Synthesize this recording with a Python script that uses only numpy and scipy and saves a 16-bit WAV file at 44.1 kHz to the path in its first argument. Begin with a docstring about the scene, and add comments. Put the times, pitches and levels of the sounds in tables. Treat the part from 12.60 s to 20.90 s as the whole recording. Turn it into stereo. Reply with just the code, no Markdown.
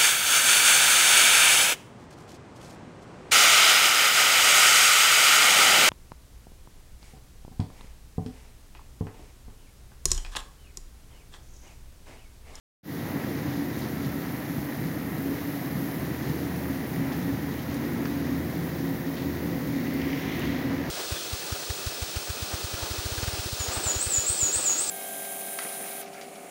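"""Sleet falls on a wet industrial yard, heard from a loading doorway through a two-port microphone.
Countless tiny impacts make a wash, a patter and a fine fizz; a few near pellets tick or splash.
A low rumble flickers unevenly in loudness. Machinery drones, fans hum and a far engine idles.
Near the end a swish swells on the right as the microphone swings towards the open yard."""
import sys
import numpy as np
from scipy import signal
from scipy.fft import rfft, irfft
from scipy.io import wavfile
from scipy.ndimage import uniform_filter1d, map_coordinates

SR = 44100
rng = np.random.default_rng(int(sys.argv[2]) if len(sys.argv) > 2 else 0)


def int16_out(signal):
    """Quantize to a 16-bit WAV file."""
    q = np.round(np.clip(np.atleast_2d(signal).T, -1, 1) * 32767)
    wavfile.write(sys.argv[1], SR, q.astype(np.int16))


N = 366030
TIME, HZ = np.arange(N) / SR, np.fft.rfftfreq(N, 1 / SR)


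def gain_of(db):
    """Decibels to amplitude."""
    return 10 ** (np.asarray(db) / 20)


def unit_rms(x):
    """Scales to rms 1."""
    return x / np.sqrt(np.mean(x ** 2) + 1e-20)


def over_hz(points):
    """Interpolates (freq_hz, value) points on a log-frequency axis."""
    hz, value = np.transpose(points)
    return np.interp(np.log(HZ + 1), np.log(hz + 1), value)


def ramp(start_s, length_s):
    """Linear rise from 0 to 1, then held."""
    return np.clip((TIME - start_s) / length_s, 0, 1)


def hump(centre_s, width_s):
    """Gaussian envelope, peak 1."""
    return np.exp(-0.5 * ((TIME - centre_s) / width_s) ** 2)


def wander(rate_hz, size=4096):
    """Slow random motion, rms 1."""
    hz = np.fft.rfftfreq(size, TIME[-1] / size)
    slow = irfft(rfft(rng.standard_normal(size)) / (1 + (hz / rate_hz) ** 2), size)
    return unit_rms(np.interp(TIME, np.linspace(0, TIME[-1], size), slow))


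def noise():
    """Independent white noise per port."""
    return rng.standard_normal((2, N))


def tone(hz, waver_hz, flutter_db):
    """Sine that wavers in pitch and level on its way over the yard."""
    cycles = np.cumsum(hz + waver_hz * wander(3.057)) / SR + rng.random()
    return np.sqrt(2) * np.sin(2 * np.pi * cycles) * gain_of(flutter_db * wander(1.0))


def lowpass(pair, hz):
    """Steep zero-phase low-pass."""
    return irfft(rfft(pair) / (1 + (HZ / hz) ** 16), N)


def steadied(pair, window_s=0.11):
    """Removes slow level drift from noise."""
    power = uniform_filter1d(pair.mean(0) ** 2, round(window_s * SR))
    return pair * np.sqrt(power.mean() / (abs(power) + 1e-12))


def swing():
    """Microphone's turn towards the yard, 0-1."""
    return ramp(start_s=7.25, length_s=0.96)


def load():
    """Machinery load, 0-1."""
    return ramp(start_s=2.6, length_s=3.1)


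# Likeness of the ports: freq_hz, coherence (clipped to 0-1)
PORT_COHERENCE = [(60, 1), (150, 0.9), (280, 0.66), (450, 0.45), (650, 0.48), (950, 0.44), (1450, 0.4),
                  (1800, 0.22), (2300, 0.16), (3000, 0), (15000, -0.7)]
# Phase between ports: freq_hz, left_lead_rad
PORT_LEAD = [(50, 0.041), (300, 0.26), (560, 0.88), (800, 1.75), (1100, 3.17), (1550, 4.06), (2100, 6.44),
             (3000, 8.1)]
# Port balance: freq_hz, left_minus_right_db
PORT_BALANCE = [(100, -0.4), (370, -1.5), (520, 3.5), (750, -0.5), (1300, -2), (2050, -3.5), (3000, 3),
                (4500, 0), (5600, 9), (6800, 15), (7700, 15), (8600, 6), (14000, 3)]


def at_ports(pair, colour):
    """Colours two independent noises into a port pair: alike in the bass, left leading, mid rms 1."""
    common, separate = rfft(pair) * colour
    coherence = np.clip(over_hz(PORT_COHERENCE), 0, 1)
    tilt = gain_of(over_hz(PORT_BALANCE) / 2)
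    right = coherence * common + np.sqrt(1 - coherence ** 2) * separate
    right *= np.exp(-1j * over_hz(PORT_LEAD))
    out = irfft(np.array([common * tilt, right / tilt]), N)
    return out / out.mean(0).std()


def grains(per_s, spread_db, share):
    """Tiny impacts of uneven size, carrying a share of the power, over the hiss of farther ones."""
    sizes = gain_of(spread_db * np.minimum(rng.exponential(1, N), 5))
    hits = sizes * (rng.random(N) < per_s / SR)
    t = np.arange(400) / SR
    shatter = t * np.exp(-t / 0.00063)
    power = signal.oaconvolve(hits ** 2, shatter)[:N]
    return noise() * np.sqrt(abs(1 - share + share * power / power.mean()))


# Wash spectrum: freq_hz, relative_db
WASH_SPECTRUM = [(240, -25.5), (400, -2.5), (439, -3.5), (515, -4), (580, -6), (799, -5), (876, -8.5),
                 (945, -5.5), (1160, -9), (1520, -10.5), (1920, -8.5), (2410, -16), (3000, -21.5),
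                 (3900, -41), (6600, -120)]
# Wash thickening or thinning: centre_s, width_s, change_db
WASH_CHANGES = [(.62, 0.15, 1.5), (1.8, 0.083, 0.5), (3.6, .5, .7), (4.5, 0.084, 2), (5.3, .22, 0.7),
                (6.35, 0.33, -0.4)]


def sleet_wash():
    """Far impacts merge into a wash that starts soft and grows with the swing."""
    level_db = -40.5 - 3 * (1 - ramp(0, 0.56)) + 3 * swing()
    level_db += sum(db * hump(s, width_s) for s, width_s, db in WASH_CHANGES)
    impacts = grains(per_s=560, spread_db=0.5, share=0.32)
    return at_ports(impacts, gain_of(over_hz(WASH_SPECTRUM))) * gain_of(level_db + 0.15 * wander(11))


# Patter spectrum: freq_hz, relative_db
PATTER_SPECTRUM = [(1500, -28), (2600, -7), (3200, -0.5), (3800, 1), (5000, -1.5), (6600, -7),
                   (7900, -18.5), (8600, -13.5), (10700, -28), (16000, -80)]


def sleet_patter():
    """Pellets strike wet ground, with one brief lull."""
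    lull_db = -2.2 * hump(2.4, 0.23)
    level_db = -51 + lull_db + 0.69 * wander(7.4)
    impacts = grains(per_s=260, spread_db=1.5, share=0.17)
    return at_ports(impacts, gain_of(over_hz(PATTER_SPECTRUM))) * gain_of(level_db)


# Fizz spectrum: freq_hz, relative_db
FIZZ_SPECTRUM = [(4700, -38), (8000, -7.5), (9700, -7), (11300, -2), (13000, 2), (15000, 2.5), (15600, 2.5),
                 (16200, -0.5)]


def sleet_fizz():
    """The finest ice fizzes, lifted by a flurry and softened by the swing."""
    flurry_db = 1.8 * hump(3.4, 0.68)
    level_db = -46.5 + flurry_db - 3 * swing() ** 2 + 0.68 * wander(7.9)
    impacts = grains(per_s=920, spread_db=4.0, share=0.14)
    return at_ports(impacts, gain_of(over_hz(FIZZ_SPECTRUM))) * gain_of(level_db)


# Lower and upper bright bands: time_s, centre_hz, level_db
LOW_SHEEN_PATH = [(.3, 10950, -56), (1.4, 10950, -57), (1.9, 10950, -52), (2.4, 11050, -57),
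                  (2.9, 11300, -53), (3.35, 11150, -51), (3.55, 10900, -65), (3.8, 10690, -55),
                  (4.35, 10500, -56), (5.2, 10400, -65), (8.3, 10500, -70)]
HIGH_SHEEN_PATH = [(.3, 13700, -57), (1.5, 13650, -55), (2, 13820, -51), (2.4, 13900, -58),
                   (2.8, 14100, -52), (3.3, 14150, -55), (3.6, 14700, -63), (4.3, 15000, -55),
                   (5.4, 15300, -61), (6.2, 15550, -52.5), (7.3, 15510, -52.5), (8.1, 15600, -60)]


def sheen(edge_hz=220):
    """Two bands glide through the fizz as the microphone moves; sharp below, trailing off above."""
    out = np.zeros((2, N))
    offset_hz = np.fft.fftfreq(N, 1 / SR)
    for path, tail_hz in ((LOW_SHEEN_PATH, 650), (HIGH_SHEEN_PATH, 380)):
        time_s, centre_hz, level_db = np.transpose(path)
        shape = np.exp(-0.5 * (offset_hz / np.where(offset_hz < 0, edge_hz, tail_hz)) ** 2)
        band = np.fft.ifft((noise() + 1j * noise()) * shape)
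        glide = np.exp(2j * np.pi * np.cumsum(np.interp(TIME, time_s, centre_hz)) / SR)
        out += unit_rms((band * glide).real) * gain_of(np.interp(TIME, time_s, level_db))
    return out


# Rumble spectrum: freq_hz, relative_db
RUMBLE_SPECTRUM = [(25, -50), (40, -54), (52, -22), (68, -12), (86, -13.5), (100, -11), (122, -2.5),
                   (140, -0.5), (168, -3), (198, -6), (222, -3), (255, -1), (280, -1.5), (310, -4),
                   (360, -8.5), (400, -17), (480, -19.5), (620, -51), (1060, -100)]
# Brief random rises and dips: centre_s, change_db
DEEP_RUMBLE_FLICKER = [(.88, 5), (1.04, -2), (1.47, 5.5), (1.6, -2), (1.82, -2), (1.97, 4.5), (2.1, -3),
                       (2.24, 6), (2.38, -1), (2.56, 2.5), (2.8, -4), (3.16, 5.5), (3.43, 3.5), (3.69, 7),
                       (3.93, 3), (4.39, 6), (4.73, 6), (5.13, 2), (6.5, -9), (6.7, 3), (6.8, -4),
                       (6.91, 2), (7.07, 3), (7.37, -3.5), (8.11, 2)]
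UPPER_RUMBLE_FLICKER = [(.77, 4), (1.1, 3), (1.75, -3), (2.7, 5.5), (2.98, -1), (3.33, 3), (3.75, 7.5),
                        (5.03, -3), (5.28, 4.5), (5.78, 2), (6.37, -12), (7.4, 5.5), (7.8, 4)]


def low_rumble(deep_hz=205, upper_hz=312):
    """Low noise that flickers unevenly in loudness."""
    deep_db = sum(db * hump(s, width_s=0.036) for s, db in DEEP_RUMBLE_FLICKER)
    upper_db = sum(db * hump(s, width_s=0.066) for s, db in UPPER_RUMBLE_FLICKER)
    roar = at_ports(noise(), gain_of(over_hz(RUMBLE_SPECTRUM)))
    deep, lower = lowpass(roar, deep_hz), lowpass(roar, upper_hz)
    middle, upper = lower - deep, roar - lower
    rumble = steadied(deep) * gain_of(deep_db) + steadied(middle) + steadied(upper) * gain_of(upper_db)
    flutter_db = 0.87 * wander(13)
    return rumble * gain_of(-33 + flutter_db)


# Drone bands: centre_hz, width_hz, level_db
DRONE_BANDS = [(167.6, 5.8, -47), (285.4, 6.6, -48), (1875, 4.2, -63), (1890, 9, -65), (1930, 44, -57.5)]


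def machinery_drones():
    """Narrow noise bands, heard as wavering drones."""
    density = sum(gain_of(db) ** 2 / width_hz / (1 + ((HZ - hz) / width_hz) ** 2) ** 2
                  for hz, width_hz, db in DRONE_BANDS)
    total_rms = np.sqrt(sum(gain_of(db) ** 2 for _, _, db in DRONE_BANDS))
    return total_rms * at_ports(noise(), np.sqrt(density))


# Fan tones: pitch_hz, unloaded_db, loaded_db
FAN_TONES = [(166, -55, -45), (289.2, -44, -52.5), (456.5, -66, -53.5), (544, -66, -53.5)]


def fans():
    """Fan hums; most grow as the load comes on."""
    return sum(gain_of(unloaded_db + load() * (loaded_db - unloaded_db))
               * tone(hz, waver_hz=1.82, flutter_db=0.5) for hz, unloaded_db, loaded_db in FAN_TONES)


# Falling low hum: time_s, pitch_hz, level_db
SINKING_PATH = [(.3, 97, -50), (.7, 95.2, -44), (1.05, 87, -46), (1.45, 86, -46.5), (1.8, 79.5, -56),
                (2.2, 79, -80)]


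def sinking_hum():
    """A low hum sinks in pitch and dies away."""
    time_s, pitch_hz, level_db = np.transpose(SINKING_PATH)
    hum = tone(np.interp(TIME, time_s, pitch_hz), waver_hz=0.6, flutter_db=2.0)
    return hum * gain_of(np.interp(TIME, time_s, level_db))


# Firing harmonics: order, loaded_db
ENGINE_HARMONICS = [(12, -50.5), (13, -47), (14, -50), (19, -55)]
# Exhaust boom envelope: time_s, relative_db
EXHAUST_BOOM = [(2.18, -63), (2.45, -45), (3.1, -57), (4.11, -40), (5.4, -47.5), (5.84, -38), (5.95, -51),
                (6.17, -44), (6.4, -50), (6.73, -38), (7.04, -54), (7.35, -42), (7.57, -53), (7.66, -45),
                (8.3, -43)]


def idling_engine(firing_hz=26.88, unloaded_db=-10):
    """Firing harmonics grow with the load; the exhaust booms on and off at the third."""
    harmonics = sum(gain_of(db) * tone(round(order) * firing_hz, waver_hz=1.133, flutter_db=1.0)
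                    for order, db in ENGINE_HARMONICS)
    boom_db = np.interp(TIME, *np.transpose(EXHAUST_BOOM)) - 2
    boom = gain_of(boom_db) * tone(3 * firing_hz, waver_hz=0.55, flutter_db=2.2)
    return harmonics * gain_of(unloaded_db * (1 - load())) + boom


# Main drone throbs: centre_s, width_s, pitch_hz, relative_db
DRONE_THROBS = [(.57, .04, 273, -37), (.86, 0.032, 289, -33.5), (.99, .05, 286.8, -34),
                (1.5, .07, 281.1, -35), (2.15, .13, 273.8, -44), (2.67, 0.047, 276, -34),
                (2.89, .035, 280, -33.5), (3.28, .13, 277, -36.5), (3.86, .04, 283.2, -38),
                (4.12, 0.098, 274, -36), (4.43, .07, 272.5, -34), (4.7, 0.039, 275.6, -30),
                (4.88, 0.032, 279, -34.5), (5.13, .05, 277.7, -32.5), (5.41, 0.021, 284, -32),
                (5.56, 0.047, 282, -32), (5.72, 0.053, 279.6, -29.5), (6.25, 0.094, 274.4, -34),
                (6.51, .04, 274, -34), (6.649, 0.053, 274.6, -30), (6.94, 0.078, 277, -36.5),
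                (7.15, .05, 279, -31.5), (7.35, 0.068, 269.9, -35), (7.54, 0.083, 270.6, -34),
                (7.92, 0.063, 275, -34), (8.12, .08, 273.5, -32.5)]


def main_drone(steady_db=-48, throb_gain_db=0.95):
    """One tone throbs over a faint steady level, each throb at a slightly different pitch."""
    centre_s, _, pitch_hz, _ = np.transpose(DRONE_THROBS)
    throb_power = sum((gain_of(throb_gain_db + db) * hump(s, width_s)) ** 2
                      for s, width_s, _, db in DRONE_THROBS)
    envelope = np.sqrt(gain_of(steady_db) ** 2 + throb_power)
    return envelope * tone(np.interp(TIME, centre_s, pitch_hz), waver_hz=1.492, flutter_db=1.06)


# Whine swells: centre_s, width_s, level_db
WHINE_SWELLS = [(.65, .15, -59), (1.52, 0.24, -54.5), (2.45, .14, -56), (3.08, 0.089, -57),
                (4.52, 0.055, -57), (5.38, .08, -57)]


def whine(pitch_hz=1312):
    """A thin tone comes and goes."""
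    envelope = sum(gain_of(db) * hump(s, width_s) for s, width_s, db in WHINE_SWELLS)
    return envelope * tone(pitch_hz, waver_hz=1.4, flutter_db=0.6)


# Brief hums: centre_s, width_s, pitch_hz, level_db
HUM_SWELLS = [(.66, 0.069, 217, -40.5), (1.25, 0.23, 220, -43.5), (4.58, 0.18, 248, -41.5),
              (5.34, 0.13, 241, -34.5), (5.68, .12, 246, -34), (7.25, 0.25, 243, -36.5),
              (8.0, 0.21, 243, -38), (2.75, 0.27, 418.4, -48.5), (3.8, .12, 478, -48.5),
              (3.92, 0.046, 179, -35.5), (4.68, 0.094, 171, -37), (6.1, 0.36, 165, -38.5),
              (6.3, .9, 352, -47.5), (6.3, 0.12, 513, -50), (7.05, .25, 511, -47.5)]


def passing_hums():
    """Tones rise out of the rumble and sink back."""
    return sum(gain_of(db) * hump(s, width_s) * tone(hz, waver_hz=2.417, flutter_db=0.1)
               for s, width_s, hz, db in HUM_SWELLS)


# Near impacts: start_s, level_db, centre_hz, width_octaves, t60_s
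PELLET_HITS = [(1.19, -45.5, 7800, 0.88, 0.35), (1.22, -45.5, 4400, .3, .2),
               (1.447, -40.5, 3900, 0.46, .05), (3.696, -36.5, 4700, 0.65, 0.023),
               (4.519, -44, 2790, 0.82, 0.29), (4.991, -43, 2900, .25, .04), (5.143, -39, 9000, .9, 0.065),
               (5.455, -30, 1200, 0.94, 0.04), (5.454, -37.5, 4900, 0.28, 0.043),
               (6.567, -42, 3460, 0.45, 0.35), (6.748, -41, 4470, .6, .03), (7.337, -36, 13500, .4, 0.065),
               (7.793, -38.5, 11000, 0.74, .05)]


def near_pellets(size=16384):
    """Each hit is a sharp, decaying noise burst: short for a tick, long for a splash."""
    out = np.zeros((2, N))
    t, hz = np.arange(size) / SR, np.fft.rfftfreq(size, 1 / SR) + 1
    for start_s, level_db, centre_hz, width_octaves, t60_s in PELLET_HITS:
        band = np.exp(-0.5 * (np.log2(hz / centre_hz) / width_octaves) ** 2)
        burst = irfft(rfft(rng.standard_normal((2, size))) * band)
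        hit = unit_rms(burst) * gain_of(level_db - 60 * t / t60_s)
        slot = out[:, round(start_s * SR):][:, :size]
        slot += hit[:, :slot.shape[1]]
    return out


# Swish spectrum: freq_hz, relative_db, left_minus_right_db
SWISH_SPECTRUM = [(500, -29, 0), (1000, -24, -2), (1445, -12, -1.5), (2000, 5, -6), (2600, -6.5, -6.5),
                  (3420, -7, -2), (4467, -12, 2), (6200, -16.5, 6), (7460, -32, 6), (9000, -45, 5)]


def swish(peak_s=7.866, peak_db=-36, fall_db_per_s=33, coherence=0.62):
    """Grainy swell from the right; the swing shrinks the left port's lag, sweeping the colour upwards."""
    table = np.array(SWISH_SPECTRUM)
    colour = gain_of(over_hz(table[:, [0, 1]]))
    tilt = gain_of(over_hz(table[:, [0, 2]]) / 2)
    common, separate = rfft(grains(per_s=670, spread_db=4.5, share=0.23)) * colour
    left = irfft((coherence * common + np.sqrt(1 - coherence ** 2) * separate) * tilt, N)
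    right = irfft(common / tilt, N)
    lag_s = np.interp(swing(), [0, 1], [0.00045, 0.00018])
    late_left = map_coordinates(left, [np.arange(N) - lag_s * SR], order=5)
    attack = np.where(TIME < peak_s, hump(peak_s, width_s=0.43), 1)
    level_db = peak_db - fall_db_per_s * np.maximum(TIME - peak_s, 0)
    return unit_rms(np.array([late_left, right])) * attack * gain_of(level_db)


def microphone_bump(band_hz=(62, 115), level_db=-34.5):
    """A soft low buffet, different at each port."""
    thud = signal.sosfilt(signal.butter(4, band_hz, "band", fs=SR, output="sos"), noise())
    return unit_rms(thud) * gain_of(level_db) * hump(centre_s=7.92, width_s=0.078)


def scene():
    """Everything that reaches the doorway; the hums arrive at the left port first."""
    sleet = sleet_wash() + sleet_patter() + sleet_fizz() + sheen()
    background = low_rumble() + machinery_drones()
    hums = fans() + sinking_hum() + idling_engine() + main_drone() + passing_hums()
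    late_hums = irfft(rfft(hums) * np.exp(-1j * over_hz(PORT_LEAD)), N)
    background += np.array([hums, late_hums]) + whine()
    return sleet + background + near_pellets() + swish() + microphone_bump()


def record(dry):
    """Microphone notch, quick fade-in and band limit."""
    notch_hz, width_hz, depth_db = 8010, 320, 9.5
    open_s, rise_s, settle_s, cutoff_hz = 0.23, 0.032, 0.063, 15880
    notch = gain_of(-depth_db / (1 + ((HZ - notch_hz) / width_hz) ** 2))
    elapsed_s = np.maximum(TIME - open_s, 0)
    fade = (1 - np.exp(-elapsed_s / rise_s)) * gain_of(-7 * np.exp(-elapsed_s / settle_s))
    heard = irfft(rfft(dry) * notch, N) * fade
    band_limit = signal.firwin(1023, cutoff_hz, window=("kaiser", 9), fs=SR)
    return signal.oaconvolve(heard, band_limit[None], "same")


dry = scene()
out = record(dry)
int16_out(out)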